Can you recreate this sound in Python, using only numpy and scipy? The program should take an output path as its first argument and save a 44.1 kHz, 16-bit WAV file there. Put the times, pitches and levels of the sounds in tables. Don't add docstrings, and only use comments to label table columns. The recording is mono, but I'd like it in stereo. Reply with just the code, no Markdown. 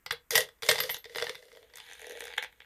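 import sys
import numpy as np
from scipy import signal
from scipy.fft import rfft, irfft
from scipy.io import wavfile
from scipy.ndimage import uniform_filter1d

SR = 44100
rng = np.random.default_rng(int(sys.argv[2]) if len(sys.argv) > 2 else 0)


def digitize_waveform(pressure):
    field = np.atleast_2d(pressure).T
    bounded = np.clip(field, -1, 1)
    quanta = np.round(bounded * 32767).astype(np.int16)
    wavfile.write(sys.argv[1], SR, quanta)


def rack_gain(trim_db):
    fader = np.asarray(trim_db, float)
    return 10 ** (fader / 20)


N = 116865
PORT_OWN = 1


def unit_rms(x):
    return x / np.sqrt(np.mean(x ** 2) + 1e-20)


def unit_peak(x):
    power = uniform_filter1d((x ** 2).mean(0), size=176)
    return x / np.sqrt(power.max())


def read(points, hz):
    table_hz, value = np.transpose(points)
    return np.interp(np.log(hz + 1), np.log(table_hz + 1), value)


def ring(x, modes, scatter=0):
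    size = x.shape[-1]
    hz = np.fft.rfftfreq(size, 1 / SR)[:, None]
    mode_hz, width_hz, level_db = np.transpose(modes)
    mode_hz = mode_hz * (1 + scatter * 0.033 * rng.standard_normal(len(mode_hz)))
    level_db = level_db + scatter * 2.5 * rng.standard_normal(len(mode_hz))
    gain = rack_gain(level_db) * (-1) ** np.arange(len(mode_hz))
    damping = 1j * hz * width_hz
    response = gain * damping / (mode_hz ** 2 - hz ** 2 + damping)
    return irfft(rfft(x) * response.sum(1), size)


def add(mix, start_s, sound):
    part = mix[:, round(start_s * SR):][:, :sound.shape[1]]
    part += sound[:, :part.shape[1]]


def small_radiator(x):
    return signal.sosfilt(signal.butter(3, 220, "high", fs=SR, output="sos"), x)


def chatter(decay_s, strike_db=-40):
    strike_at_s, contact_s, rise_s = 0.0015, 0.00006, 0.00041
    t = np.arange(8192) / SR
    noise = rng.standard_normal((3, len(t)))
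    strike = rack_gain(strike_db) * np.exp(-((t - strike_at_s) / contact_s) ** 2)
    envelope = np.minimum(t / rise_s, 1) * np.exp(-t / decay_s)
    return strike + (noise[0] + PORT_OWN * noise[1:]) * envelope


# frequency_hz [Hz], density_db [dB per Hz]
HISS_SPECTRUM = [(35, -4), (55, 9), (110, -6), (300, -10), (698, -14), (1960, -7), (5000, -23),
                 (16000, -15)]


def hiss():
    noise = rng.standard_normal((3, N))
    colour = rack_gain(read(HISS_SPECTRUM, np.fft.rfftfreq(N, 1 / SR)))
    return rack_gain(-67) * unit_rms(irfft(rfft(noise[0] + 0.5 * noise[1:]) * colour, N))


# frequency_hz [Hz], t60_s [s]
REVERBERATION = [(300, 0.24), (2000, 0.16), (5000, 0.15), (12000, 0.086)]


def room(x):
    taps = np.zeros((2, SR // 2))
    slots = np.arange(200, SR // 2 - 20, 20)
    at = slots + rng.integers(0, 20, (2, len(slots)))
    np.put_along_axis(taps, at, rng.choice([-1., 1.], at.shape), 1)
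    hz, t, bands = signal.stft(taps, SR, nperseg=256)
    decay = rack_gain(-60 * t / read(REVERBERATION, hz)[:, None])
    tail = signal.istft(bands * decay, SR, nperseg=256)[1]
    return signal.fftconvolve(x, tail / np.linalg.norm(tail[0]), axes=1)[:, :N]


# mode_hz [Hz], width_hz [Hz], level_db [dB]
SHELL_MODES = [(850, 283, -5.5), (1660, 160, -2.5), (1873, 91, 7), (2068, 170, 5.5), (2926, 290, 3.5),
               (3460, 270, 6.5), (4160, 296, 3.5), (4730, 500, 2.5), (5170, 1700, -21), (2450, 1210, -7)]
# mode_hz [Hz], width_hz [Hz], level_db [dB]
RAMP_MODES = [(850, 120, -8), (1635, 210, 0.5), (1950, 125, -0.5), (2240, 140, 4), (2540, 450, -9.5),
              (3340, 400, 4), (3810, 520, -3), (4580, 360, -17.5), (2570, 2430, -6), (5380, 610, -14)]
# mode_hz [Hz], width_hz [Hz], level_db [dB]
CRACK_MODES = [(6170, 1170, 2.5), (7340, 590, 2), (9100, 960, 2), (11530, 3300, 4.5), (11960, 5200, 2),
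               (14200, 5000, -2.5)]
# mode_hz [Hz], width_hz [Hz], level_db [dB]
GLOBE_MODES = [(437, 42.2, -1.5), (477.4, 32.7, 3), (515.6, 32.7, -0.5), (630, 63, -8.5)]
# time_s [s], level_db [dB], globe_db [dB relative to body]
FRICTION = [(0.301, -83, -2), (0.315, -33, -1), (0.417, -37.5, -2), (.5, -71, -21), (0.614, -86, -11),
            (0.632, -41.5, -3.5), (.74, -37.5, -2), (0.961, -48, -8.5), (1.02, -74.5, 0), (1.2, -45, 0),
            (1.32, -52.5, -12), (1.4, -62, 2), (1.72, -66.5, 3), (1.778, -51.5, -18), (1.97, -53, -18.5),
            (2.099, -50.5, -4.5), (2.299, -50.5, -7.5), (2.48, -73, -8)]


def rubbing():
    ticks_per_s, spread_db = 530, 4
    t = np.arange(N) / SR
    time_s, level_db, globe_db = np.transpose(FRICTION)
    tick_size = rack_gain(spread_db * np.minimum(rng.exponential(1, N), 5))
    ticks = tick_size * (rng.random(N) < ticks_per_s / SR)
    noise = rng.standard_normal((3, N))
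    drive = (uniform_filter1d(ticks, size=40) * 8 + 0.5) * (noise[0] + PORT_OWN * noise[1:])
    on_ramp = np.clip((t - 1.6) / 0.073, 0, 1)
    mix = (1 - on_ramp) * unit_rms(ring(drive, SHELL_MODES))
    mix = mix + on_ramp * unit_rms(ring(drive, RAMP_MODES))
    mix = mix + rack_gain(-5 - 10.6 * on_ramp) * unit_rms(ring(drive, CRACK_MODES))
    mix = mix + rack_gain(np.interp(t, time_s, globe_db)) * unit_rms(ring(drive, GLOBE_MODES))
    return rack_gain(np.interp(t, time_s, level_db, left=-120)) * small_radiator(mix)


# mode_hz [Hz], width_hz [Hz], level_db [dB]
SPRING_TONES = [(12700, 170, 22), (12950, 54, 13), (12030, 220, 11)]
# start_s [s], level_db [dB]
SPRING_BLOWS = [(0.3094, -30), (0.3552, -15.5), (0.3787, -30), (0.6877, -22), (0.802, -20), (0.905, -23.5),
                (0.98, -40.5)]


def spring():
    out = np.zeros((2, N))
    for start_s, level_db in SPRING_BLOWS:
        add(out, start_s, rack_gain(level_db - 8.5) * unit_peak(ring(chatter(decay_s=0.018), SPRING_TONES)))
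    return out


# mode_hz [Hz], width_hz [Hz], level_db [dB]
BASE_MODES = [(66.4, 49, -1.5), (160, 29, 2)]


def knocks(table, body_modes, body_db, crack_db, globe_db, strike_db, base_db, decay_s):
    out = np.zeros((2, N))
    for start_s, level_db, crack_rel_db, globe_rel_db in table:
        hardness = rack_gain(level_db + body_db + 12) ** 2
        burst = chatter(decay_s + 0.007 * hardness, strike_db)
        low = 0.3 * burst + 0.7 * burst.mean(0)
        body = rack_gain(body_db) * unit_peak(ring(burst, body_modes, scatter=0.62))
        crack = rack_gain(crack_rel_db + crack_db) * unit_peak(ring(burst, CRACK_MODES, scatter=0.95))
        globe = rack_gain(globe_rel_db + globe_db) * unit_peak(ring(low, GLOBE_MODES, scatter=0.91))
        base = rack_gain(base_db) * unit_peak(ring(low, BASE_MODES))
        sound = small_radiator(body + crack + globe) + base
        add(out, start_s - 0.0008, rack_gain(level_db) * sound)
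    return out


# start_s [s], level_db [dB], #
# crack_rel_db [dB], globe_rel_db [dB]
JOSTLE_KNOCKS = [(1.1484, -37, -16, -9), (1.1583, -30, -13.5, -8), (1.1714, -41.5, -0.5, -14),
                 (1.1834, -28.5, -17, -26), (1.1987, -33, -17, -20), (1.2144, -35, -26, -5),
                 (1.2231, -25, -18, -6.5), (1.2424, -37, -6, -8), (1.2675, -30.5, -20, -18),
                 (1.2834, -42.5, -28, -1.5), (1.2945, -31, -12.5, -7), (1.3474, -44.5, -35, -10.5),
                 (1.3533, -37.5, -13.5, -18), (1.4252, -51.5, -13, -4), (1.4825, -57, -27, 1),
                 (1.517, -52, -23, -12), (1.5504, -51.5, -25, -9), (1.5708, -50, -10, -1),
                 (1.6282, -52.5, -17, -6), (1.699, -55.5, -19, -20), (1.737, -46, -22, -14),
                 (1.7569, -50, 4, -23), (1.7714, -43.5, -4.5, -20), (1.7834, -45, -5, -34),
                 (1.8008, -41.5, -14.5, -24), (1.8642, -50, -20, -15), (2.27, -39.5, -14, -28),
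                 (2.4298, -39.5, -11, -19)]


def jostling():
    return knocks(JOSTLE_KNOCKS, SHELL_MODES, body_db=2, crack_db=3.5, globe_db=-0.5,
                  strike_db=11, base_db=-29, decay_s=0.0025)


# start_s [s], level_db [dB], crack_rel_db [dB], globe_rel_db [dB]
BALL_KNOCKS = [(1.8746, -42, -18, -28), (1.8874, -37.5, -15, -27), (1.8986, -35.5, -27, -29),
               (1.9124, -32, -15, -32), (1.9225, -32.5, -18, -39), (1.9334, -38, -1, -28),
               (1.952, -38.5, -12, -34), (1.9949, -35, -13, -20), (2.0054, -45, -4, -19),
               (2.0168, -34, -8, -15), (2.0284, -37, -16, -10.5), (2.0433, -30.5, -19, -18.5),
               (2.0682, -33.5, -5.5, -6), (2.0961, -31.5, -8, -9), (2.1086, -30, -12, -17),
               (2.1204, -39.5, -3, -2), (2.152, -35.5, -22, -5), (2.1725, -31.5, -14, -14.5),
               (2.1834, -48, -14, -18), (2.1954, -53, 8.5, -2), (2.2059, -24.5, -9, -21.5),
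               (2.2209, -28.5, -16, -12.5), (2.2398, -31, -6, -17), (2.2538, -29.5, -8.5, -25),
               (2.2797, -29.5, -16, -27), (2.3027, -31, -35, -44), (2.3074, -36, -34, -38),
               (2.3144, -32.5, -24, -36), (2.3251, -32, -33, -46), (2.3371, -27, -29, -53),
               (2.3664, -38, -13, -18), (2.3765, -20.5, -36, -52), (2.38, -11, -23, -28),
               (2.4254, -19, -28, -37), (2.4374, -26.5, -10.5, -32), (2.4454, -24, -24, -27),
               (2.4514, -44, -26, -27.5), (2.5257, -43, -18, -29), (2.5596, -58.5, -16, -27),
               (2.5815, -60.5, -20, -31), (2.603, -32, -50, -28), (2.6184, -37.5, -34, -28),
               (2.6454, -46, -31, -28)]


def rolling_ball():
    return knocks(BALL_KNOCKS, RAMP_MODES, body_db=-8.5, crack_db=-3.5, globe_db=-3.5,
                  strike_db=14.5, base_db=-52, decay_s=0.0015)


# start_s [s], level_db [dB], crack_rel_db [dB], globe_rel_db [dB]
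LEVER_KNOCKS = [(0.0625, -33, -16.5, -25), (0.1084, -21, -21, -35.5), (0.1232, -36, -2, -8),
                (0.3072, -27, -0.5, -21), (0.3471, -29, -25, -9.5), (0.3543, -16, -8, -24),
                (0.3674, -25.5, -9, -12), (0.377, -16.5, -7.5, -13), (0.4058, -28, -2, -25),
                (0.4883, -46.5, -11, -13), (0.5866, -70.5, -12, -15), (0.623, -33, -9, -29),
                (0.632, -30, -11.5, -14.5), (0.6882, -14.5, -9.5, -10.5), (0.7126, -19, -7.5, -17.5),
                (0.7557, -26.5, -19, -44), (0.7821, -28.5, -28.5, -30), (0.788, -29, -11, -35),
                (0.8025, -22.5, -9.5, -20), (0.8363, -28.5, -10.5, -10), (0.8931, -28, -27, -37),
                (0.8974, -27, -11, -25), (0.9438, -32, -5.5, -34), (0.9669, -40, -4.5, -17),
                (1.043, -41, -14.5, -24), (1.0546, -42, -24, -9), (1.0958, -46.5, -28, -8),
                (1.124, -54, -26, -28)]


def lever():
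    return knocks(LEVER_KNOCKS, SHELL_MODES, body_db=2, crack_db=3, globe_db=2.5,
                  strike_db=9.5, base_db=-27.5, decay_s=0.0035)


def scene():
    toy = rubbing() + spring() + jostling() + rolling_ball() + lever()
    return toy + rack_gain(-10.5) * room(toy) + hiss()


def top_cut(x):
    return signal.sosfilt(signal.butter(12, 16630, fs=SR, output="sos"), x)


# [dB, left minus right]
PORT_BALANCE = [(60, 4.5), (240, 2), (950, -2), (3770, -5), (15000, 12.5)]


def record(dry):
    lag_s, edge_hz = -0.00014, 14630
    hz = np.fft.rfftfreq(N, 1 / SR)
    half = rack_gain(read(PORT_BALANCE, hz) / 2) * np.exp(-1j * np.pi * hz * lag_s)
    band_limit = 1 / (1 + (hz / edge_hz) ** 40)
    ports = irfft(rfft(dry) * np.array([half, 1 / half]) * band_limit, N)
    return top_cut(ports)


dry = scene()
out = record(dry)
digitize_waveform(out)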